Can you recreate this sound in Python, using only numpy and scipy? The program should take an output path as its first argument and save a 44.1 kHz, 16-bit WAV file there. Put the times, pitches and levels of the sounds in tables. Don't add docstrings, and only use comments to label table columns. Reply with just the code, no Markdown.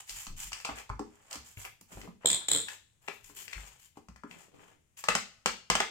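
import sys
import numpy as np
from scipy import signal
from scipy.fft import rfft, irfft
from scipy.io import wavfile

SR = 44100
rng = np.random.default_rng(int(sys.argv[2]) if len(sys.argv) > 2 else 0)


def invert_db(x):
    u = np.asarray(x, float) / 20
    return 10 ** u


def generate_wav(signal):
    frames = np.transpose(np.atleast_2d(signal))
    scaled = np.clip(frames, -1, 1) * 32767
    pcm = np.round(scaled).astype(np.int16)
    wavfile.write(sys.argv[1], SR, pcm)


N = 260190

# time in seconds, board level in dB, strongest board pitch in Hz,
# crack level before its colouring in dB relative to the board.
BLOWS = [(0.078, -53, 2200, 10), (0.094, -39.5, 2930, 15), (0.267, -40, 1083, 12.5),
         (0.519, -35.5, 1090, 7.5), (0.53, -30.5, 2520, 8.5), (0.601, -40, 1860, 5.5),
         (0.648, -25.5, 3200, -0.5), (0.651, -27, 900, 5), (0.689, -30, 1000, -25),
         (0.785, -31.5, 2680, -1.5), (0.893, -34.5, 1100, -4.5), (0.899, -27.5, 960, -19),
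         (0.993, -30, 787, -4.5), (1.31, -46, 2580, 16), (1.328, -46, 3000, 21.5),
         (1.355, -38.5, 1090, 10.5), (1.572, -40.5, 2740, -14), (1.65, -33.5, 2150, 1.5),
         (1.811, -48.5, 940, 5), (1.972, -43, 764, -32), (2.014, -41.5, 2370, 5), (2.075, -42, 780, -25),
         (2.247, -26.5, 576, -20), (2.302, -36.5, 3410, 19), (2.684, -31.5, 2000, 1),
         (3.078, -37.5, 2400, 1), (3.083, -21.5, 1990, -9), (3.297, -47.5, 950, -3), (3.48, -33, 2540, -2),
         (3.528, -43, 2480, 6), (3.531, -31.5, 2800, 0), (3.579, -39.5, 1780, -24), (3.971, -43, 700, -5.5),
         (4.085, -45, 1166, 1), (4.16, -45.5, 1170, 0), (4.235, -36.5, 1000, -13),
         (4.311, -41.5, 2980, -2.5), (4.97, -55, 3020, 11), (5.039, -29, 1090, 6), (5.085, -11.5, 830, 0.5),
         (5.151, -13.5, 773, 2), (5.459, -13.5, 1930, 1.5), (5.7, -10, 746, 0), (5.752, -13.5, 620, 1),
         (5.802, -16, 820, 1)]
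# pitch in Hz, relative level in dB,
# time to ring down 60 dB with no weight on the board in seconds.
FLOOR_MODES = [(60, -45, 0.12), (100, -2, 0.094), (155, -4.5, 0.044), (185.8, 4.5, 0.1), (232.8, 1.5, 0.15),
               (291.1, 3, 0.11), (349, -0.5, 0.036), (412.3, 1.5, 0.25), (484, -20, 0.097)]


def unit(x):
    return x / np.sqrt(np.mean(x ** 2))


def read(points, hz):
    f, v = np.transpose(points)
    return np.interp(np.log(np.maximum(hz, 1)), np.log(f), v)


def colour(x, points, taps=1024):
    grid_hz = np.arange(taps + 1) * SR / 2 / taps
    cepstrum = irfft(np.log(invert_db(read(points, grid_hz))))
    cepstrum[1:taps] *= 2
    cepstrum[taps + 1:] = 0
    impulse = irfft(np.exp(rfft(cepstrum)))[:taps]
    return signal.oaconvolve(x, np.atleast_2d(impulse), axes=-1)[:, :N]


def band(x, hz, width):
    return signal.lfilter(*signal.iirpeak(hz, hz / width, SR), x)


def curves(table):
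    s, *columns = np.transpose(table)
    return [np.interp(np.arange(N) / SR, s, c) for c in columns]


def sides(pan_db):
    return invert_db(np.array([pan_db, -pan_db]) / 2)


def add(out, s, sound):
    i = int(s * SR)
    out[:, i:i + sound.shape[1]] += sound[:, :N - i]


def pair(n, unlike):
    mid, side = rng.standard_normal((2, n))
    return mid + unlike * side * np.array([[1], [-1]])


def ring(modes, t, near_hz, octaves):
    hz, db, t60 = np.transpose(modes)[:, :, None]
    struck_db = np.maximum(-6 * (np.log2(hz / near_hz) / octaves) ** 2, -33)
    phase = 2.094 * rng.standard_normal((len(modes), 1))
    decay = invert_db(db + struck_db - 60 * t / t60)
    y = np.sum(decay * np.sin(2 * np.pi * hz * t + phase), axis=0)
    return y[None] / np.abs(y).max()


def stroke(length):
    bite_share, ease_share = 0.2, 0.38
    u = np.linspace(0, 1, int(length * SR))
    catches = rng.standard_normal(40)[:int(length * 60) + 2]
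    uneven_db = 2.2 * np.interp(u, np.linspace(0, 1, len(catches)), catches)
    return invert_db(uneven_db) * np.minimum(u / bite_share, 1) * np.minimum((1 - u) / ease_share, 1)


def grains(per_s, spread_db, smear_s):
    hits = (rng.random(N) < per_s / SR) * invert_db(spread_db * rng.exponential(size=N))
    size = signal.lfilter([1], [1, -np.exp(-1 / (smear_s * SR))], hits)
    return size * pair(N, 0.88)


def board_modes():
    # frequency in Hz, relative level in dB.
    board_levels = [(350, -9), (550, -6), (900, -1), (1500, -1), (2100, 1), (3000, -2), (3800, -12),
                    (4500, -8)]
    count, t60_at_1khz_s = 70, 0.03
    shift, size = rng.random((count, 2)).T
    hz = 400 + 4000 * ((np.arange(count) + shift) / count) ** 1.282
    db = read(board_levels, hz) - 4 * size
    return np.transpose([hz, db, t60_at_1khz_s * (hz / 1000) ** -.4])


def knocks():
    # frequency in Hz, gain in dB.
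    snap_colour = [(1470, -23.5), (2500, -12.5), (2970, -8.5), (3740, -17.5), (3950, -13), (4730, -7.5),
                   (5650, -9.5), (8330, -8), (9290, -24), (15000, -28.5), (16000, -31)]
    soft_db, reach_octaves, reach_per_db = -26.5, 0.68, 0.41
    rise_cycles = 1.05
    crack_rise_s, crack_fade_s = 0.00065, 0.0049
    wood, crack = np.zeros((2, 2, N))
    t = np.arange(SR // 10) / SR
    crack_shape = np.exp(-t / crack_fade_s) * np.minimum(t / crack_rise_s, 1)
    for s, db, board_hz, crack_db in BLOWS:
        reach = reach_octaves + reach_per_db * max(db - soft_db, 0)
        push = np.minimum(t * board_hz / rise_cycles, 1)
        add(wood, s, invert_db(db) * ring(board_modes(), t, board_hz, reach) * push)
        add(crack, s, invert_db(db + crack_db) * pair(len(t), 1.0) * crack_shape)
    return wood + colour(crack, snap_colour)


def nail():
    # start in seconds, end in seconds, first gap in ms, last gap in ms,
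    # rasp level in dB before the chance and gap changes of each slip.
    creaks = [(2.257, 2.35, 14.27, 15.4, -15), (2.483, 2.485, 24.7, 24, -18.5),
              (2.514, 2.625, 18, 4.5, -9.5)]
    # pitch in Hz, width after both passes in Hz (roughly),
    # level in dB, left minus right in dB.
    nail_modes = [(3400, 450, -8, 3), (4100, 400, -9, 3), (7050, 500, -4, -6), (7600, 450, 0, -8),
                  (8150, 550, -2, -8), (11700, 800, -22, 0)]
    breakaway_db, rest_s = 6, 0.08
    db_per_halving = -10
    slip_share = 0.082
    widen = 1.6
    slips, t, last = np.zeros((2, N)), np.arange(SR // 40) / SR, 0
    for start, end, gap0_ms, gap1_ms, db in creaks:
        s = start
        chance = rng.standard_normal((40, 2)) * [1.5, .02]
        for size_db, waver in chance:
            if s > end:
                break
            gap_ms = gap0_ms + (s - start) / (end - start) * (gap1_ms - gap0_ms)
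            slip_db = db + size_db + db_per_halving * np.log2(gap0_ms / gap_ms)
            slip_db += breakaway_db * (s - last > rest_s)
            u = t / (slip_share * gap_ms / 1000)
            add(slips, s, invert_db(slip_db) * pair(len(t), 0.38) * u * np.exp(1 - u))
            last = s
            s += gap_ms * (1 + waver) / 1000
    body = np.zeros((2, N))
    for k, (hz, width, db, pan) in enumerate(nail_modes):
        tone = band(band(slips, hz, widen * width), hz, widen * width)
        body += (-1) ** k * invert_db(db) * sides(pan)[:, None] * tone
    return body + invert_db(-16.5) * band(slips, 1200, 5700)


def scuffing():
    # start in seconds, length in seconds, grit level in dB,
    # dull rub in dB relative to the grit, fine dust in dB relative to the grit.
    strokes = [(0, 0.011, -45, -6, -28), (0.054, 0.26, -49.5, -19, -9), (0.361, 0.15, -47.5, -30, -10),
               (0.532, 0.13, -60, -6.5, -26), (0.658, 0.083, -58.5, 11.5, -23),
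               (0.747, 0.082, -54.5, 1.5, -14.5), (1.014, 0.59, -72.5, 2, -30), (1.3, 0.072, -54.5, 0, -7),
               (1.439, 0.12, -61, -40, -8), (1.565, 0.088, -51.5, -9, -6.5), (1.642, 0.028, -51, -1, -2.5),
               (1.809, 0.008, -60, -40, 7), (1.871, 0.23, -62, -3, -9), (2.2, 0.28, -72, 15, -18),
               (2.651, 0.12, -54.5, -6, -34), (3.008, 0.24, -68.5, -3, -5.5),
               (3.226, 0.11, -61.5, -26, -7.5), (3.342, 0.13, -51, -24, -5.5),
               (3.474, 0.32, -59.5, -4, -31), (3.778, .12, -64, -33, -8.5), (3.953, 0.042, -69, 2.5, -16),
               (4.268, 0.23, -65, 0, -21), (4.532, 0.24, -72, 6.5, -26), (4.965, 0.064, -54, -17, -7)]
    # frequency in Hz, relative level in dB per Hz.
    grit_colour = [(290, -64), (500, -34), (819, -6.5), (974, -4.5), (1050, -6.5), (1440, -7.5),
                   (3110, -2.5), (3860, -10.5), (6140, -4), (7100, 5), (10800, -13), (14900, -11),
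                   (16000, -25.5)]
    # frequency in Hz, relative level in dB per Hz.
    rub_colour = [(250, -21.5), (420, -5), (900, 0.5), (2200, -6), (3200, -10), (3900, -22.5), (6000, -27),
                  (10000, -48.5)]
    gains = np.zeros((3, N))
    for s, length, db, rub_db, dust_db in strokes:
        levels_db = db + np.array([[0], [rub_db], [dust_db]])
        add(gains, s, invert_db(levels_db) * stroke(length))
    grit = unit(colour(grains(1200, 2.2, .002), grit_colour))
    rub = unit(colour(grains(900, 2.2, .003), rub_colour))
    dust = unit(band(band(grains(1500, 1.5, 0.00099), 12000, 6000), 12000, 6000))
    return gains[0] * grit + gains[1] * rub + gains[2] * dust


def thuds():
    # time in seconds, level in dB,
    # strongest floor pitch in Hz.
    landings = [(0.268, -49.5, 220), (0.689, -38.5, 272), (0.9, -35, 73), (0.997, -31, 302),
                (1.354, -48, 257), (1.571, -43, 86.5), (1.811, -53.5, 197), (1.92, -52, 192),
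                (1.971, -45, 176), (2.077, -43, 182), (2.246, -39, 206), (2.301, -42.5, 233),
                (3.082, -46, 420), (3.295, -50.5, 306), (3.971, -44, 295), (4.087, -49.5, 182),
                (4.239, -39, 276), (4.309, -51.5, 159)]
    octaves, rise_s = 0.44, 0.0024
    ring_share = 0.85
    floor, t = np.zeros((2, N)), np.arange(SR // 4) / SR
    under = [(s, -10 + 1.93 * db, 194) for s, db, *_ in BLOWS]
    loaded = np.array(FLOOR_MODES) * [1, 1, ring_share]
    for s, db, hz in landings + under:
        add(floor, s, invert_db(db) * ring(loaded, t, hz, octaves) * np.minimum(t / rise_s, 1))
    return floor


def groans():
    # start in seconds, length in seconds, level of the push in dB.
    shifts = [(0.682, 0.057, -38), (1.896, 0.25, -41.5), (2.262, 0.1, -32), (2.492, 0.098, -27),
              (3.285, 0.28, -53.5), (4.28, 0.6, -51.5)]
    gain = np.zeros((1, N))
    for s, length, db in shifts:
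        add(gain, s, invert_db(db) * stroke(length)[None])
    push = gain * unit(grains(200, 1.5, .004))
    return sum(invert_db(db) * band(push, hz, 2.17 / t60) for hz, db, t60 in FLOOR_MODES)


def hand():
    # time in seconds, level in dB, pitch in Hz.
    jolts = [(0.102, -46, 39), (0.273, -29.5, 20.8), (0.437, -42.5, 40), (0.703, -45, 55), (0.9, -34, 52.5),
             (1.37, -50, 69.7), (1.57, -50, 47.7), (1.948, -42.5, 48.6), (2.278, -50, 35.6),
             (2.49, -49, 46), (3.22, -54, 27.5), (3.551, -36, 49), (4.081, -46, 60), (5.086, -47, 44.4),
             (5.459, -51, 47.7), (5.698, -38.5, 48)]
    t60_s, rise_cycles = 0.32, 1.5
    out, t = np.zeros((2, N)), np.arange(SR // 2) / SR
    rumble = unit(band(band(pair(N, .25), 90, 91), 90, 91))
    for s, db, hz in jolts:
        i = int(s * SR) % (N - len(t))
        sway = np.sin(2 * np.pi * hz * t) + 0.22 * rumble[:, i:i + len(t)]
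        add(out, s, invert_db(db - 60 * t / t60_s) * np.minimum(t * hz / rise_cycles, 1) * sway)
    return out + invert_db(-77) * rumble


def hush():
    # frequency in Hz, relative level in dB per Hz.
    hush_colour = [(20, -2), (50, -8.5), (200, -17), (1200, -24.5), (3000, -25), (4500, -33.5),
                   (7000, -21.5), (16000, -38)]
    return invert_db(-78) * unit(colour(rng.standard_normal((2, N)), hush_colour))


def room(x):
    # frequency in Hz, time to fall 60 dB in seconds.
    room_decay = [(125, 0.3), (500, .28), (1200, 0.2), (2500, 0.32), (5000, 0.43), (8000, 0.24),
                  (14000, 0.26)]
    late_db, late_t60_s = -32, 0.99
    t = np.arange(SR // 2) / SR
    hz, tail = np.arange(len(t) // 2 + 1) * SR / len(t), 0
    noise = rng.standard_normal((3, len(t)))
    spectrum = rfft(noise[:2] + .5 * noise[2])
    late = invert_db(late_db - 60 * t / late_t60_s)
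    for centre in 63 * 2. ** np.arange(9):
        octave = np.maximum(1 - np.abs(np.log2(np.maximum(hz, 1) / centre)), 0)
        early = invert_db(-60 * t / read(room_decay, centre))
        tail = tail + irfft(spectrum * octave, len(t)) * (early + late)
    tail = tail * np.clip((t - .002) / 0.006, 0, 1)
    tail = tail / np.sqrt(np.sum(tail ** 2) / 2)
    return invert_db(-3.5) * signal.oaconvolve(x, tail, axes=-1)[:, :N]


def scene():
    # time in seconds, left minus right in dB.
    place = [(0.0, -4), (0.61, -3.5), (0.95, -4.5), (2.1, -5), (2.17, -2), (3.58, 2), (4.91, -0.5),
             (5.9, -4.5)]
    lag_s = 0.00014
    work = sides(*curves(place)) * (knocks() + scuffing()) + nail() + thuds() + groans()
    near = work.copy()
    near[1] = np.roll(work[1], int(round(lag_s * SR)))
    return near + room(work) + hand() + hush()


def band_limit(x):
    return signal.sosfilt(signal.butter(12, 16820, fs=SR, output="sos"), x)


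def record(dry):
    # frequency in Hz, left minus right in dB.
    port_colour = [(60, 2), (110, 3.5), (200, -2.5), (380, 5.5), (700, 3), (1290, 2.5), (2380, 10.5),
                   (4400, 6), (8120, 2), (15000, 7.5)]
    left = colour(dry[:1], [(hz, db / 2) for hz, db in port_colour])
    right = colour(dry[1:], [(hz, -db / 2) for hz, db in port_colour])
    rounded = np.tanh(2.608 * np.vstack([left, right])) / 1.957
    top_cut = signal.ellip(8, .2, 60, 16000, fs=SR, output="sos")
    mix = signal.sosfilt(top_cut, rounded)
    return band_limit(mix)


dry = scene()
out = record(dry)
generate_wav(out)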